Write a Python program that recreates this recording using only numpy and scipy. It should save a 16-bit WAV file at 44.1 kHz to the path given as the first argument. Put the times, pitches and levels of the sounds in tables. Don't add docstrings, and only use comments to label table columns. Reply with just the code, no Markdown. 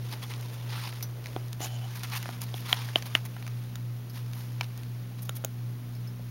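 import sys
import numpy as np
from scipy import signal
from scipy.fft import rfft, irfft, next_fast_len
from scipy.io import wavfile
from scipy.ndimage import uniform_filter1d

SR = 44100
rng = np.random.default_rng(int(sys.argv[2]) if len(sys.argv) > 2 else 0)


def output_pcm(signal):
    pcm = np.clip(np.atleast_2d(signal).T, -1, 1) * 32767
    wavfile.write(sys.argv[1], SR, np.round(pcm).astype(np.int16))


N = 277830
TIME = np.arange(N) / SR
BRIEF = TIME[:8192]

# (frequency [Hz], level [dB])
HUM_TONES = [(119.99, -34), (239.94, -56.5), (182.57, -54), (242.8, -65), (15734, -69)]
# (rate [Hz], time of a crest [s], depth [dB])
HUM_THROBS = [(2.85, .04, 1.9), (1.04, .78, .8)]
# (time [s], level [dB])
HUM_OVERTONES = [(1.5, -6.5), (2.5, -.5)]
# (frequency [Hz], density [dB per Hz])
AIR_SPECTRUM = [(20, -4.5), (40, -12), (55, 2.5), (90, -6), (160, 2.5), (220, -2), (350, -4.5),
                (500, -10.5), (1000, -15), (2000, -18), (5000, -22.5), (10000, -24.5), (15500, -22)]
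# (time [s], level [dB])
HAND_RUSTLE = [(0, -54.5), (.5, -53.5), (.9, -60.5), (1.3, -52.5), (1.7, -67), (2.3, -62), (3.0, -55),
               (3.6, -65), (6.3, -65)]

# (time [s], level [dB])
SHUFFLE_ACTIVITY = [(0, -56), (.33, -52.5), (.6, -55.5), (.98, -52), (1.13, -64), (1.33, -57),
                    (1.56, -61.5), (1.74, -56), (2.22, -48.5), (2.47, -55.5), (2.76, -47), (3.25, -59),
                    (3.49, -58), (3.95, -66), (4.38, -57.5), (4.82, -62.5), (5.08, -65), (6.3, -66)]
# (time [s], nominal length [s], rasp [dB], hiss [dB])
PAW_STROKES = [(0.106, 0.053, -45, -49.5), (0.222, 0.028, -45, -50.5), (0.298, 0.026, -43, -50),
               (0.528, 0.028, -51, -51.5), (0.688, 0.12, -43.5, -52.5), (0.78, 0.12, -42, -49.5),
               (1.604, 0.071, -43.5, -45), (1.95, 0.04, -45.5, -48), (2.034, 0.028, -41.5, -48),
               (2.113, 0.051, -40, -48), (2.156, 0.026, -38.5, -39.5), (2.412, 0.028, -44.5, -44.5),
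               (2.54, 0.078, -48.5, -50), (2.648, 0.051, -44, -52.5), (2.688, 0.051, -40.5, -45),
               (2.754, 0.077, -41.5, -58), (3.056, 0.022, -44.5, -46), (3.098, 0.051, -47.5, -53),
               (3.251, 0.014, -49.5, -47.5), (4.135, 0.077, -50, -53.5), (4.335, 0.13, -55, -55),
               (4.626, 0.028, -48, -58), (4.752, 0.094, -56.5, -66), (5.182, 0.023, -52.5, -60),
               (5.222, 0.014, -56, -49), (5.251, 0.011, -56, -51), (5.354, 0.025, -54.5, -48.5)]
# (frequency [Hz], density [dB per Hz])
RASP_SPECTRUM = [(200, -14), (600, -8.5), (880, 6), (1500, 2.5), (2200, 1.5), (3500, 2.5), (5500, -3),
                 (7000, -12), (9000, -5), (16000, -23.5)]
# (frequency [Hz], density [dB per Hz])
HISS_SPECTRUM = [(2500, -9), (5000, 5), (6700, 6.5), (9500, 1), (12500, 3), (15500, -3)]
# (frequency [Hz], density [dB per Hz])
SIZZLE_SPECTRUM = [(6000, -26), (9000, -8), (11200, -3), (13500, -3), (14800, -4), (15800, -7)]
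# (time [s], pitch factor [1], snap [dB], tick [dB])
LINER_CLICKS = [(0.338, 1.25, -30, -42), (0.9264, 0.91, -32.5, -49), (1.009, 1, -35, -37),
                (1.243, 1.3, -35.5, -47), (1.259, 1.03, -29, -37), (1.269, 2, -32, -42),
                (1.5302, 1.4, -32.5, -28), (2.034, 1.4, -28, -27.5), (2.228, 1.3, -30, -30),
                (2.4174, 1.6, -40, -21.5), (2.888, 0.78, -30, -50), (3.024, 0.87, -30, -30),
                (3.2518, 0.89, -41, -36), (3.366, 0.58, -33, -45), (3.426, 1, -33, -43),
                (3.4662, 0.74, -35, -35), (3.4778, 0.57, -31.5, -33.5), (3.756, 1.5, -30, -43),
                (4.334, 1.3, -33, -38), (4.6102, 1, -16, -27), (4.7763, 0.72, -43, -33),
                (4.8338, 1.1, -38.5, -37.5)]
# (frequency [Hz], density [dB per Hz])
SNAP_SPECTRUM = [(200, -42), (550, -4), (950, -2), (1550, -3), (2100, 4.5), (3500, -4.5), (5500, -8.5),
                 (9000, -22.5), (16000, -24)]

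# (time [s], pitch [Hz], ring [dB], chatter [dB])
WIRE_CHINKS = [(1.0262, 5930, -36, -23), (4.097, 5260, -55, -39.5), (5.95, 5300, -55, -44),
               (6.073, 5220, -46.5, -44)]
# (multiple of the pitch [1], t60 [s], level [dB])
WIRE_MODES = [(1, .11, 0), (1.022, .07, -6), (2.01, .06, -12), (2.19, .07, -10), (2.5, .07, -11)]
# (frequency [Hz], density [dB per Hz])
CHATTER_SPECTRUM = [(1000, -13), (3200, -16), (4900, -2.5), (6200, -8), (8500, -21), (12500, -2),
                    (16000, -17)]

# (time [s], pitch factor [1], then thud, hollow, body, ring, tick [dB])
SHELL_KNOCKS = [(1.363, 1.1, -15.5, -21, -35, -31.5, -37), (1.6046, 0.95, -23, -26.5, -39, -38, -38),
                (2.257, 0.82, -48, -25.5, -24, -34.5, -35), (2.29, 1.05, -26.5, -23, -30, -39, -35),
                (2.5416, 1.09, -26, -27.5, -73, -26, -35), (2.7284, 1.045, -25.5, -15, -12, -5, -15),
                (2.9581, 0.99, -14, -11, -56, -4.5, -24), (3.1515, 0.96, -19, -20.5, -8.5, -5, -18)]
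KNOCK_BANDS = [350, 800, 1900, 3100, 7000]
# (frequency [Hz], t60 [s], level [dB])
SHELL_MODES = [(320, 0.02, -5.5), (675, 0.025, -4), (870, 0.005, 2), (1354, 0.011, -3),
               (1830, 0.0058, -0.5), (2290, 0.011, -2.5), (2440, 0.005, -2.5), (3070, 0.008, 2.5),
               (3890, 0.0075, -9), (6860, 0.0025, -3.5)]
# (time [s], level [dB])
RUB_PRESSURE = [(1.58, -88), (1.615, -44.5), (1.65, -43.5), (1.675, -50), (1.765, -47.5), (1.8, -63),
                (1.82, -54), (1.855, -48), (1.89, -86)]

# (time [s], thump [dB], body [dB], tick [dB])
RIM_TAPS = [(3.7568, -52, -32.5, -27), (5.2935, -27, -21, -17.5), (5.4401, -27.5, -30, -53),
            (5.4477, -19, -26.5, -10.5), (6.195, -35, -49, -67)]
TAP_BANDS = [700, 1400, 9000]
# (frequency [Hz], t60 [s], level [dB])
RIM_MODES = [(553, .013, -0.5), (736, 0.0094, -2), (1345, 0.011, -4), (3100, 0.0042, -1), (3780, 0.016, -9),
             (6740, 0.0068, -5), (12600, 0.0025, -13), (16000, 0.0046, -6)]

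CATCH_SHARE, CATCH_DB = .15, 6.5
SKID_S, SKID_RASP_DB, SKID_HISS_DB = .028, -39, -44
REBOUND_S, REBOUND_DB = .003, -15
MIC_NOTCH_HZ, TOP_HZ = 7850, 15900


def undb(db):
    return 10 ** (np.asarray(db) / 20)


def unit(x):
    return x / np.sqrt(np.mean(x ** 2))


def curve(rows):
    return undb(np.interp(TIME, *np.transpose(rows)))


def add(out, s, x):
    i = max(int(s * SR), 0)
    out[i:i + len(x)] += x[:len(out[i:])]


def fade(t60):
    return np.exp(-np.log(1000) * BRIEF / t60)


def colour(x, points):
    size = next_fast_len(len(x) + len(BRIEF)) * 2
    hz, db = np.transpose(points)
    bins_hz = np.arange(size // 2 + 1) * SR / size
    log_gain = np.log(undb(np.interp(np.log(bins_hz + 1), np.log(hz), db)))
    cepstrum = irfft(log_gain)
    cepstrum[1:size // 2] *= 2
    cepstrum[size // 2 + 1:] = 0
    return irfft(rfft(x, size) * np.exp(rfft(cepstrum)))[:len(x)]


def walk(rate):
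    k = int(SR / rate)
    steps = np.repeat(rng.standard_normal(N // k + 1), k)
    smooth = uniform_filter1d(uniform_filter1d(steps, k), k)
    return unit(smooth[:N])


def grit(rate, spread_db):
    size = undb(spread_db * np.minimum(rng.exponential(size=N), 4))
    slips = rng.random(N) < rate / SR
    return unit(slips * size * rng.choice([-1, 1], N))


def crack(t60):
    burst = colour(rng.standard_normal(len(BRIEF)) * fade(t60), HISS_SPECTRUM)
    return burst / np.abs(burst).max()


def strike(modes, contact_s):
    ring = 0
    for k, (hz, t60, db) in enumerate(modes):
        ring = ring + (-1) ** k * undb(db) * fade(t60) * np.sin(2 * np.pi * hz * BRIEF)
    return (1 - np.exp(-BRIEF / contact_s)) * ring


def hum(level_db, wander_db):
    throb = wander_db * walk(rate=11.0)
    for hz, crest_s, db in HUM_THROBS:
        throb = throb + db * np.cos(2 * np.pi * hz * (TIME - crest_s))
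    tones = []
    for hz, db in HUM_TONES:
        phase = 2 * np.pi * (hz * TIME + rng.random()) + 0.037 * walk(rate=1.9)
        tones.append(np.sqrt(2) * undb(db) * np.sin(phase))
    deep, *upper, whine = tones
    wavering = sum(undb(2 * walk(rate=6)) * tone for tone in upper)
    return undb(level_db + throb) * deep + curve(HUM_OVERTONES) * wavering + whine


def air_and_hiss(level_db):
    return undb(level_db) * unit(colour(rng.standard_normal(N), AIR_SPECTRUM))


def handling():
    rustle = colour(grit(rate=900, spread_db=1.5),
                    [(150, -22.5), (330, -6.5), (480, -5), (900, -13), (3000, -29.5)])
    return curve(HAND_RUSTLE) * unit(rustle)


def swell(s, length, rise, fall):
    progress = (TIME - s) / length
    return np.clip(np.minimum(progress / rise, (1 - progress) / fall) + .5, 0, 1)


def shifting(points, patchy_db, smooth):
    out = 0
    edges = np.geomspace(180, 17000, num=25)
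    slips = grit(rate=1800, spread_db=0.5) + smooth * rng.standard_normal(N)
    spectrum, hz = rfft(colour(slips, points)), np.fft.rfftfreq(N, 1 / SR)
    for low, high in zip(edges, edges[1:]):
        band = irfft(spectrum * ((hz >= low) & (hz < high)), N)
        out = out + undb(patchy_db * walk(rate=80)) * band
    return unit(out)


def scrabbling(rasp_db, hiss_db, sizzle_db, lightness, shuffle_db, shuffle_hiss_db,
               rise, fall, hiss_rise, crease_db, claw_db):
    activity = curve(SHUFFLE_ACTIVITY)
    rasp, hiss, sizzle = undb(shuffle_db) * activity, undb(shuffle_hiss_db) * activity, 0
    skids = [(s, SKID_S, ring + SKID_RASP_DB, ring + SKID_HISS_DB) for s, *_, ring, tick in SHELL_KNOCKS]
    for s, length, rasp_level, hiss_level in [*PAW_STROKES, *skids]:
        speed = swell(s, length, hiss_rise, fall)
        rasp = np.maximum(rasp, undb(rasp_level + rasp_db) * swell(s, length, rise, fall))
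        hiss = np.maximum(hiss, undb(hiss_level + hiss_db) * speed)
        flick_db = hiss_level + sizzle_db + lightness * (hiss_level - rasp_level)
        sizzle = sizzle + undb(flick_db) * speed
    grip = unit(undb(1.8 * walk(rate=200)))
    grain = shifting(RASP_SPECTRUM, patchy_db=2.2, smooth=.4)
    creases = undb(crease_db) * unit(colour(grit(rate=110, spread_db=1), SNAP_SPECTRUM))
    claws = undb(claw_db) * unit(colour(grit(rate=45, spread_db=5.0), HISS_SPECTRUM))
    fur = shifting(HISS_SPECTRUM, patchy_db=-1, smooth=0.46)
    flicks = unit(colour(grit(rate=3400, spread_db=5.5), SIZZLE_SPECTRUM))
    return grip * (rasp * (grain + creases) + hiss * (fur + claws) + sizzle * flicks)


def clicks(snap_db, tick_db, crinkle):
    out = np.zeros(N)
    for s, pitch, snap, tick in LINER_CLICKS:
        force = crinkle * rng.standard_normal(len(BRIEF)) * fade(t60=0.017)
        force[0] = 1
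        pulse = colour(force, [(hz * pitch, db) for hz, db in SNAP_SPECTRUM])
        click = undb(snap + snap_db) * pulse / np.abs(pulse).max()
        click = click + undb(tick + tick_db) * crack(t60=0.0062)
        for k in range(3):
            add(out, s + k * REBOUND_S, undb(k * REBOUND_DB) * click)
    for s, length, rasp, _ in PAW_STROKES:
        add(out, s + CATCH_SHARE * length, undb(rasp + CATCH_DB) * crack(t60=0.012))
    return out


def chinks(chatter_t60):
    out = np.zeros(N)
    for s, hz, level, chatter_db in WIRE_CHINKS:
        modes = [(hz * multiple, t60, db) for multiple, t60, db in WIRE_MODES]
        ring = strike(modes, contact_s=0.00046)
        chatter = colour(rng.standard_normal(len(BRIEF)) * fade(chatter_t60), CHATTER_SPECTRUM)
        add(out, s, undb(level) * ring + undb(chatter_db) * chatter / np.abs(chatter).max())
    return out


def knocks(crack_db, contact_s, touch_db, touch_s):
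    out = np.zeros(N)
    for s, pitch, *bands in SHELL_KNOCKS:
        modes = []
        for hz, t60, db in SHELL_MODES:
            answer_db = np.interp(np.log(hz), np.log(KNOCK_BANDS), bands)
            modes.append((hz * pitch, t60, db + answer_db))
        blow = strike(modes, contact_s) + undb(bands[-1] + crack_db) * crack(t60=0.0087)
        add(out, s - touch_s, undb(touch_db) * blow)
        add(out, s, blow)
    return out


def rub(low_hz, high_hz, low_db, squeal_hz, squeal_db):
    ring = undb(low_db) * np.sin(2 * np.pi * low_hz * BRIEF) + np.sin(2 * np.pi * high_hz * BRIEF)
    slips = grit(rate=5100, spread_db=1.0)
    body = unit(signal.fftconvolve(slips, ring * fade(t60=0.023))[:N])
    squeal_ring = np.sin(2 * np.pi * squeal_hz * BRIEF) * fade(t60=0.0035)
    squeal = unit(signal.fftconvolve(rng.standard_normal(N), squeal_ring)[:N])
    pressure = curve(RUB_PRESSURE)
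    return pressure * (body + undb(squeal_db) * (pressure / pressure.max()) ** 3 * squeal)


def taps(crack_db, contact_s, touch_db, touch_s):
    out = np.zeros(N)
    for s, thump, body, tick in RIM_TAPS:
        modes = [(hz, t60, db + np.interp(hz, TAP_BANDS, [thump, body, tick])) for hz, t60, db in RIM_MODES]
        blow = strike(modes, contact_s) + undb(tick + crack_db) * crack(t60=0.0055)
        add(out, s - touch_s, undb(touch_db) * blow)
        add(out, s, blow)
    return out


def room(x, wet_db, t60):
    tail = rng.standard_normal(len(BRIEF)) * fade(t60) * (BRIEF > .003)
    tail = colour(tail, [(200, -19), (550, -1), (1000, 14.5), (3000, -0.5), (15000, 3)])
    tail = tail / np.sqrt(np.sum(tail ** 2))
    return x + undb(wet_db) * signal.fftconvolve(x, tail)[:N]


def scene():
    background = hum(level_db=-2.5, wander_db=.5) + air_and_hiss(level_db=-50) + handling()
    hamster = scrabbling(rasp_db=1.05, hiss_db=0, sizzle_db=0.0, lightness=1.0,
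                         shuffle_db=1.5, shuffle_hiss_db=-3.5,
                         rise=0.36, fall=0.87, hiss_rise=.55, crease_db=-8.5, claw_db=-6.0)
    hamster += clicks(snap_db=1.5, tick_db=3.5, crinkle=0.16)
    hamster += chinks(chatter_t60=0.063)
    hamster += knocks(crack_db=0.0, contact_s=0.000088, touch_db=-22, touch_s=.0016)
    hamster += rub(low_hz=747, high_hz=3010, low_db=2.0, squeal_hz=6820, squeal_db=9.0)
    hamster += taps(crack_db=-4, contact_s=0.00005, touch_db=-18.5, touch_s=0.0022)
    return (room(hamster, wet_db=-21, t60=0.11) + background)[None]


def record(dry):
    notched = signal.lfilter(*signal.iirnotch(MIC_NOTCH_HZ, 3.4, fs=SR), dry)
    heard = 0.92 * notched + 0.055 * dry
    return signal.sosfilt(signal.ellip(10, .2, 70, TOP_HZ, fs=SR, output="sos"), heard)


dry = scene()
out = record(dry)
output_pcm(out)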